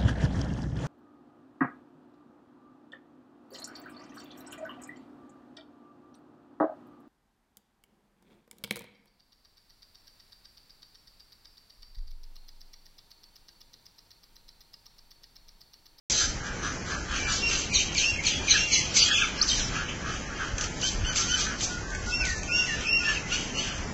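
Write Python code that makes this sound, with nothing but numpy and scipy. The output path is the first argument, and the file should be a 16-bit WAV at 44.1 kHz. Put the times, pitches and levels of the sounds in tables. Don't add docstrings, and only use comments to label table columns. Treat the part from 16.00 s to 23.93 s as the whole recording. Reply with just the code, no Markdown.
import sys
import numpy as np
from scipy import signal
from scipy.fft import rfft, irfft, dct
from scipy.io import wavfile
from scipy.ndimage import uniform_filter1d

SR = 44100
rng = np.random.default_rng(int(sys.argv[2]) if len(sys.argv) > 2 else 0)


def elevation(decibels):
    levels = np.asarray(decibels, float)
    return 10 ** (levels / 20)


def master(y):
    cut = np.clip(np.atleast_2d(y).T, -1, 1)
    pcm = np.round(cut * 32767)
    wavfile.write(sys.argv[1], SR, pcm.astype(np.int16))


N = 349713

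# [f/Hz, level/dB per Hz]
TOWN_SPECTRUM = [(12, -27.5), (20, 0.5), (206, -4), (455, -11), (867, -15.5), (958, -17), (1500, -16.5),
                 (1920, -16), (2400, -17.5), (3070, -26.5), (3560, -30.5), (6150, -19), (7900, -29),
                 (9750, -74.5), (16500, -120)]
TOWN_DB, HUM_HZ, HUM_DB = -36.5, 866, -56.5
# [t/s, level/dB]
WIND_GUSTS = [(0.1, -44.5), (0.27, -35.5), (0.84, -50), (0.97, -37.5), (3.39, -47), (3.59, -35.5),
              (4.39, -50), (4.57, -28.5), (4.74, -59.5), (5.03, -27), (5.18, -50), (5.33, -38.5),
              (5.86, -44.5), (6.29, -35), (6.58, -48.5), (7.73, -49), (7.82, -30), (7.93, -56)]

# [crest t/s, hold t/s, beak level/dB, chest level/dB]
NEAR_SCOLDS = [(0.1, 0.11, -19, -32.5), (1.325, 0.018, -21, -28), (1.5, 0.074, -22, -27.5),
               (1.755, 0.051, -24, -26), (1.98, 0.043, -23, -26), (2.275, 0.0038, -20.5, -23.5),
               (2.505, .02, -20, -23.5), (2.735, 0.029, -17.5, -21.5), (2.97, 0.029, -12, -21.5),
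               (3.17, 0.013, -21, -22), (3.49, 0.088, -21, -32), (4.62, 0.024, -30.5, -43.5),
               (4.83, 0.059, -25.5, -34.5), (5.175, 0.01, -17.5, -29), (5.39, 0.017, -20.5, -26.5),
               (5.625, 0.015, -22, -34.5), (7.33, 0.0085, -25, -25.5), (7.58, 0.055, -29.5, -32)]
SCOLD_RISE_DB_S, SCOLD_BEAK_FALL_DB_S, SCOLD_CHEST_FALL_DB_S = 420, 155.5, 119
# [crest t/s, hold t/s, beak level/dB, chest level/dB]
FAR_MUTTERS = [(0.46, 0.0065, -41, -41), (0.66, 0.012, -31, -39.5), (0.92, 0.0067, -31, -38.5),
               (1.16, 0.053, -30.5, -31.5), (2.06, 0.027, -28, -36), (2.58, 0.014, -27, -26.5),
               (3.08, .04, -26.5, -27), (3.4, 0.03, -39.5, -34), (3.76, .02, -33, -31),
               (3.88, 0.023, -43.5, -35.5), (4.09, 0.1, -36, -37), (4.42, 0.014, -36.5, -34.5),
               (5.08, 0.027, -36.5, -35), (5.3, 0.06, -29.5, -38.5), (6.08, 0.035, -32.5, -44.5),
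               (6.27, 0.05, -30.5, -42), (6.56, 0.18, -32, -35), (6.8, 0.042, -35, -33.5),
               (7.07, 0.04, -28, -29.5), (7.42, 0.017, -33, -39.5), (7.68, 0.071, -36.5, -38)]
MUTTER_RISE_DB_S, MUTTER_BEAK_FALL_DB_S, MUTTER_CHEST_FALL_DB_S = 159.5, 133, 133
# [crest t/s, hold t/s, level/dB]
LOW_CHURRS = [(0.216, 0.016, -29.5), (0.461, 0.017, -31), (0.654, 0.027, -27.5), (0.922, .03, -27),
              (1.124, 0.042, -29.5), (1.305, .01, -26.5), (1.527, .03, -35.5), (1.867, 0.018, -49),
              (2.013, 0.0092, -40.5), (2.539, 0.024, -32), (2.976, .02, -37.5), (3.088, 0.022, -31.5),
              (3.222, 0.014, -32), (3.414, .02, -30.5), (3.758, .06, -30.5), (4.068, .04, -30.5),
              (4.284, 0.036, -35.5), (4.421, 0.018, -28), (4.614, 0.01, -31.5), (5.087, 0.022, -36),
              (5.19, .01, -33), (5.365, 0.17, -32.5), (5.92, 0.033, -34), (6.274, 0.17, -45.5),
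              (6.798, .03, -35.5), (7.099, 0.03, -31.5), (7.334, .03, -40), (7.659, 0.073, -37)]
CHURR_RISE_DB_S, CHURR_FALL_DB_S = 188, 189
# [f/Hz, width f/Hz, level/dB]
BEAK_MODES = [(4098, 1500, -8.5), (5000, 1100, -6), (6140, 870, 4), (7860, 1000, 1)]
# [f/Hz, width f/Hz, level/dB]
CHEST_MODES = [(2400, 670, 0.97), (3099, 610, -2.4)]
# [f/Hz, width f/Hz, level/dB]
CHURR_MODES = [(1238, 380, -7), (1635, 380, -4.5)]

# [t/s, peak level/dB]
BEAK_TICKS = [(0.1055, -9), (0.467, -23.5), (1.9483, -15), (2.237, -16.5), (2.4723, -13), (3.4415, -21.5),
              (4.5824, -13), (4.6105, -10.5), (4.6408, -12), (4.815, -18.5), (5.159, -9.5), (5.6084, -12.5),
              (5.904, -22), (5.9491, -17.5), (6.028, -27), (6.0619, -22), (6.2521, -11.5), (6.432, -15.5),
              (7.5193, -38), (7.543, -56)]

# [t/s, length t/s, from f/Hz, to f/Hz, level/dB]
FLUTE_NOTES = [
    (5.19, 0.21, 1327, 1530, -37.5),
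    (5.68, .12, 1456, 1420, -39.5),
    (5.85, .1, 1535, 1526, -36.5),
    (6.06, 0.073, 1420, 1469, -37),
    (6.2, .11, 1520, 1490, -37),
    (6.48, .18, 1421, 1502, -39),
    (7.0, 0.065, 1435, 1408, -40),
    (1.15, .15, 2360, 2363, -36.5),
]
# [t/s, length t/s, from f/Hz, to f/Hz, level/dB]
FALLING_CHIRPS = [
    (1.29, 0.057, 2440, 2130, -35),
    (1.515, 0.049, 2290, 1950, -33),
    (1.72, 0.055, 2468, 1760, -23),
    (1.953, 0.052, 2390, 1783, -24.5),
    (2.24, .05, 2500, 1739, -24.5),
    (2.48, .05, 2468, 1800, -20),
    (2.71, 0.044, 2317, 1920, -22),
    (2.96, 0.045, 2280, 1683, -22.5),
]
# [multiple, loudest at share of chirp, level/dB, swell level/dB]
CHIRP_THROAT = [
    (1, 0.054, -6.5, 42.5),
    (2, 0.76, -1.5, 61.5),
    (3, 0.67, -1, 112),
]
# [t/s, length t/s, crest f/Hz, level/dB, closing fall 0-1]
ARCHED_WHISTLES = [
    (1.4, 0.13, 2800, -28, 0.13),
    (2.025, 0.12, 2780, -27, 0.06),
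    (2.54, 0.16, 2780, -30, 0),
    (6.1, 0.15, 2752, -29, 0.2),
    (6.495, .17, 2785, -28, 0.13),
    (6.862, 0.17, 2770, -26.5, .17),
    (7.03, 0.11, 2820, -30, 0.09),
]
WHISTLE_OCTAVE_DB, PIP_OCTAVE_DB = -3, -4
# [t/s, length t/s, from f/Hz, to f/Hz, level/dB]
STRAIGHT_SLIDES = [(1.785, 0.042, 2327, 3170, -30.5), (2.02, 0.033, 2356, 3230, -28.5),
                   (2.14, 0.074, 2813, 1996, -32.5), (6.22, .06, 2650, 1974, -37.5),
                   (6.66, 0.092, 2800, 2820, -36), (2.33, 0.063, 3396, 3315, -33.5),
                   (2.54, 0.031, 1948, 1515, -26), (2.7, 0.12, 2660, 1920, -32.5),
                   (2.975, .07, 5000, 4514, -22), (3.04, .08, 3195, 3300, -29.5),
                   (3.1, .09, 3283, 3440, -28), (3.18, 0.087, 3460, 3530, -37),
                   (3.095, 0.043, 2035, 1398, -30), (3.21, 0.037, 1840, 1183, -31),
                   (3.2, .06, 2983, 2008, -31), (3.02, .02, 2710, 3150, -27.5),
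                   (3.4, 0.012, 4220, 5840, -50), (3.411, .021, 3960, 6580, -18),
                   (3.49, .05, 6464, 3860, -35.5), (3.57, 0.051, 1860, 1385, -39),
                   (3.62, .035, 6000, 4970, -29), (4.812, 0.019, 6030, 2400, -34.5),
                   (7.145, 0.046, 2930, 2440, -36)]
# [t/s, length t/s, from f/Hz, to f/Hz, level/dB]
CLOSING_HOOKS = [
    (6.27, .12, 2000, 1740, -36),
    (6.67, .11, 2044, 1716, -33),
    (7.05, .09, 1863, 1711, -31),
    (7.23, .07, 2110, 1990, -40.5),
    (3.17, .035, 3430, 2277, -22.5),
    (3.478, .062, 6360, 2840, -24),
]
# [t/s, length t/s, crest f/Hz, level/dB, closing fall 0-1]
NASAL_PIPS = [
    (4.825, 0.049, 3153, -29, 0.031),
    (5.045, .085, 3065, -32.5, 0.15),
    (5.29, .085, 3093, -29.5, .2),
    (7.315, .048, 2993, -26, 0.037),
    (7.57, .045, 3005, -26, 0.016),
]
# [multiple, level/dB]
PIP_STACK = [
    (.5, -10),
    (1.5, -9),
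]

# [t/s, level/dB]
NEAR_ECHOES = [
    (0.009, -13),
    (.027, -19),
]
YARD_DB, YARD_T60_S = -10, .45
SHARP_ATTACKS = [.11, 1.96, 2.24, 2.96, 3.43, 3.47, 4.6, 4.82, 5.16, 5.61, 6.25]
START_S, CUTOFF_HZ = .098, 8050


def rms_one(x):
    return x / np.sqrt(np.mean(x ** 2) + 1e-20)


def drift(rate_hz):
    r = np.exp(-2 * np.pi * rate_hz / SR)
    settled = signal.lfilter([1], [1, -2 * r, r * r], rng.standard_normal(N + SR))[SR:]
    return rms_one(settled)


def town():
    t = np.arange(N) / SR
    hz = np.maximum(np.fft.rfftfreq(N, 1 / SR), 1)
    colour_hz, colour_db = np.transpose(TOWN_SPECTRUM)
    colour = elevation(np.interp(np.log(hz), np.log(colour_hz), colour_db))
    far = rms_one(irfft(rfft(rng.standard_normal(N)) * colour, N))
    far = far * elevation(TOWN_DB + 1.1 * drift(5.6))
    hum = elevation(HUM_DB + 1.7 * drift(7.8)) * np.sin(2 * np.pi * HUM_HZ * t)
    gust_band = signal.butter(2, [20, 70], "band", fs=SR, output="sos")
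    gusts = rms_one(signal.sosfilt(gust_band, rng.standard_normal(N)))
    wind_s, wind_db = np.transpose(WIND_GUSTS)
    return far + hum + elevation(np.interp(t, wind_s, wind_db) + 0.5) * gusts


def throat(x, modes):
    out = 0
    for k, (hz, width_hz, db) in enumerate(modes):
        r = np.exp(-np.pi * width_hz / SR)
        b = [(1 - r * r) / 2, 0, (r * r - 1) / 2]
        a = [1, -2 * r * np.cos(2 * np.pi * hz / SR), r * r]
        ringing = signal.lfilter(b, a, signal.lfilter(b, a, x))
        out = out + (-1) ** k * elevation(db) * ringing
    return rms_one(out)


def flaps(rate_hz, jitter, spread_db, breath):
    turns = np.cumsum(rate_hz * np.exp(jitter * drift(150)) / SR)
    slap = np.diff(np.floor(turns), prepend=0) * elevation(spread_db * rng.uniform(-1, 1, N))
    puff = rng.standard_normal(N) * (.3 + np.exp(-3.0 * (turns % 1)))
    return rms_one(slap) + breath * rms_one(puff)


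def streaks(rate_hz, high_hz, low_hz, fall_s):
    t = np.arange(round(fall_s * SR)) / SR
    glide = signal.chirp(t, high_hz, fall_s, low_hz, method="logarithmic") * np.hanning(len(t))
    return signal.fftconvolve(flaps(rate_hz, jitter=.5, spread_db=6, breath=0), glide)[:N]


def swells(s, hold_s, db, rise_db_s, fall_db_s):
    t = np.arange(0, N, 32) / SR
    s, hold_s, db = s[:, None], hold_s[:, None], db[:, None]
    climb_db = rise_db_s * np.maximum(s - t, 0)
    decay_db = fall_db_s * np.maximum(t - s - hold_s, 0)
    gain = np.sqrt(np.sum(elevation(2 * (db - climb_db - decay_db)), axis=0))
    return np.interp(np.arange(N) / SR, t, gain)


def rasps():
    beak, chest = 0, 0
    for rows, rise, beak_fall, chest_fall in [
            (NEAR_SCOLDS, SCOLD_RISE_DB_S, SCOLD_BEAK_FALL_DB_S, SCOLD_CHEST_FALL_DB_S),
            (FAR_MUTTERS, MUTTER_RISE_DB_S, MUTTER_BEAK_FALL_DB_S, MUTTER_CHEST_FALL_DB_S)]:
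        s, hold_s, beak_db, chest_db = np.transpose(rows)
        beak = np.hypot(beak, swells(s, hold_s, beak_db, rise, beak_fall))
        chest = np.hypot(chest, swells(s, hold_s, chest_db, rise, chest_fall))
    harsh = rms_one(flaps(330, jitter=.35, spread_db=7.5, breath=1.2))
    harsh = harsh + elevation(-5) * rms_one(streaks(70, high_hz=7600, low_hz=1900, fall_s=.07))
    low = flaps(190, jitter=.3, spread_db=3.5, breath=.9)
    flutter = elevation(1.6 * drift(40))
    bright = beak * throat(harsh, BEAK_MODES) + chest * throat(harsh, CHEST_MODES)
    churr = swells(*np.transpose(LOW_CHURRS), CHURR_RISE_DB_S, CHURR_FALL_DB_S)
    return elevation(-6.0) * (flutter * bright + churr * throat(low, CHURR_MODES))


def ticks():
    clicks = np.full(N, 1e-18)
    for s, db in BEAK_TICKS:
        clicks[round(s * SR)] = elevation(db - 5.5)
    snap = signal.lfilter([1], [1, -np.exp(-1 / (.002 * SR))], clicks)
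    release = signal.lfilter([1], [1, -np.exp(-1 / (0.023 * SR))], clicks)
    burst = snap + elevation(-12.5) * release
    return burst * throat(rng.standard_normal(N), BEAK_MODES + CHEST_MODES) / 2


def sing(notes, wobble, flutter_db, edge_s):
    out = np.zeros(N)
    shake = 1 + wobble * drift(120)
    tremble = elevation(flutter_db * drift(60))
    for rows in notes:
        s, hz, *levels = np.transpose(rows)
        at = np.arange(int(s[0] * SR), int(s[-1] * SR))
        t = at / SR
        phase = 2 * np.pi * np.cumsum(np.interp(t, s, hz) * shake[at]) / SR
        ends = np.clip(np.minimum(t - s[0], s[-1] - t) / edge_s, 0, 1)
        for k, db in enumerate(levels):
            gain = np.sqrt(2) * elevation(np.interp(t, s, db)) * ends * tremble[at]
            out[at] += gain * np.sin((k + 1) * phase)
    return out


def glides(notes, crest, swell_db, haste=0.011, multiple=1, gain_db=0):
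    share = np.linspace(0, 1, 24)
    way = (1 - np.exp(-haste * share)) / (1 - np.exp(-haste))
    out = []
    for s, length, from_hz, to_hz, db in notes:
        hz = multiple * from_hz * (to_hz / from_hz) ** way
        level_db = db + gain_db - swell_db * (share - crest) ** 2
        out.append(np.c_[s + length * share, hz, level_db])
    return out


def flutes():
    return sing(glides(FLUTE_NOTES, crest=0.53, swell_db=12), 0.008, 1.7, edge_s=0.0091)


def chirps():
    notes = []
    for multiple, crest, gain_db, swell_db in CHIRP_THROAT:
        notes += glides(FALLING_CHIRPS, crest, swell_db, haste=-1.5, multiple=multiple, gain_db=gain_db)
    return sing(notes, .012, 3.2, edge_s=0.0031)


def arched(notes, second_db, scoop, scoop_s, fall_s):
    out = []
    for s, length, crest_hz, db, fall in notes:
        t = np.linspace(0, length, 40)
        rising, sagging = np.exp(-t / scoop_s), np.exp((t - length) / fall_s)
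        hz = crest_hz * (1 - scoop * rising - fall * sagging)
        level_db = db - 6.1 * rising - 16.0 * sagging
        octave_db = level_db + second_db - 14.0 * (rising + sagging)
        out.append(np.c_[s + t, hz, level_db, octave_db])
    return out


def whistles():
    notes = arched(ARCHED_WHISTLES, WHISTLE_OCTAVE_DB, scoop=0.17, scoop_s=.019, fall_s=.018)
    return sing(notes, 0.0045, 1.9, edge_s=0.0054)


def slides():
    notes = glides(STRAIGHT_SLIDES, crest=0.49, swell_db=33)
    notes += glides(CLOSING_HOOKS, crest=0.37, swell_db=35.5, haste=2.5)
    return sing(notes, .012, 3.2, edge_s=0.0031)


def pips():
    notes = arched(NASAL_PIPS, PIP_OCTAVE_DB, scoop=0.15, scoop_s=0.01, fall_s=0.0098)
    out = sing(notes, 0.0032, 2.0, edge_s=0.0032)
    for multiple, db in PIP_STACK:
        partial = [rows[:, :3] * [1, multiple, 1] + [0, 0, db] for rows in notes]
        out += sing(partial, 0.0033, 1.5, edge_s=0.0055)
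    return out


def yard(x):
    t = np.arange(SR // 2) / SR
    reply = rng.standard_normal(len(t)) * elevation(-60 * t / YARD_T60_S) * np.clip(t / .02, 0, 1)
    reply = elevation(YARD_DB) * reply / np.sqrt(np.sum(reply ** 2))
    reply[0] = 1
    for s, db in NEAR_ECHOES:
        reply[round(s * SR)] += elevation(db)
    return signal.fftconvolve(x, reply)[:N]


def scene():
    birds = rasps() + ticks() + flutes() + chirps() + whistles() + slides() + pips()
    return np.tile(yard(birds) + town(), (2, 1))


def thin_spectrum(x, size, near_db, wide_db):
    pad = size - 128 % size
    window = signal.windows.kaiser_bessel_derived(2 * size, 4 * np.pi)
    padded = np.r_[np.zeros(pad), x, np.zeros(2 * size)]
    at = size * np.arange(len(padded) // size - 1)[:, None] + np.arange(2 * size)
    a, b, c, d = np.split(padded[at] * window, 4, axis=1)
    lines = dct(np.c_[-c[:, ::-1] - d, a - b[:, ::-1]], type=4, norm="ortho")
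    near = uniform_filter1d(lines ** 2, size=size // 80, axis=1)
    wide = uniform_filter1d(np.abs(lines), size=size // 7, axis=1) ** 2
    hz = np.arange(size) * SR / 2 / size
    whim = uniform_filter1d(rng.standard_normal((len(at), 128)), size=3, axis=0)
    whim = whim.repeat(size // 128, axis=1)
    trim_db = np.interp(hz, [100, 600, 1500, 6500, 8000], [-7, 1, 2, 3, 6]) + 10 * whim * (hz > 900)
    wide_share = np.interp(hz, [900, 3000], [0, 1])
    masking = elevation(2 * near_db) * near + elevation(2 * wide_db) * wide * wide_share
    step = elevation(trim_db) * np.sqrt(masking + 1e-9)
    steps = np.floor((np.abs(lines) / step) ** .75 + .4) ** (4 / 3)
    u, v = np.split(dct(np.sign(lines) * steps * step, type=4, norm="ortho"), 2, axis=1)
    out = np.zeros(len(padded))
    np.add.at(out, at, np.c_[v, -v[:, ::-1], -u[:, ::-1], -u] * window)
    return out[pad:pad + N]


def top_cut(x):
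    return signal.sosfilt(signal.butter(12, 8050, fs=SR, output="sos"), x)


def record(dry):
    sharp = np.zeros(N)
    sharp[[round(s * SR) for s in SHARP_ATTACKS]] = 1
    short = uniform_filter1d(uniform_filter1d(sharp, size=2048), size=512) * 2048
    short = np.clip(short, 0, 1)
    quick = thin_spectrum(dry[0], size=256, near_db=-4, wide_db=-5)
    slow = thin_spectrum(dry[0], size=2048, near_db=0.5, wide_db=4)
    x = short * quick + (1 - short) * slow
    x = signal.sosfilt(signal.cheby2(16, 60, CUTOFF_HZ + 150, fs=SR, output="sos"), x)
    x = .8 * np.tanh(x / .8)
    x = x * np.clip((np.arange(N) / SR - START_S) / .001, 0, 1)
    return top_cut(np.tile(x, (2, 1)))


dry = scene()
out = record(dry)
master(out)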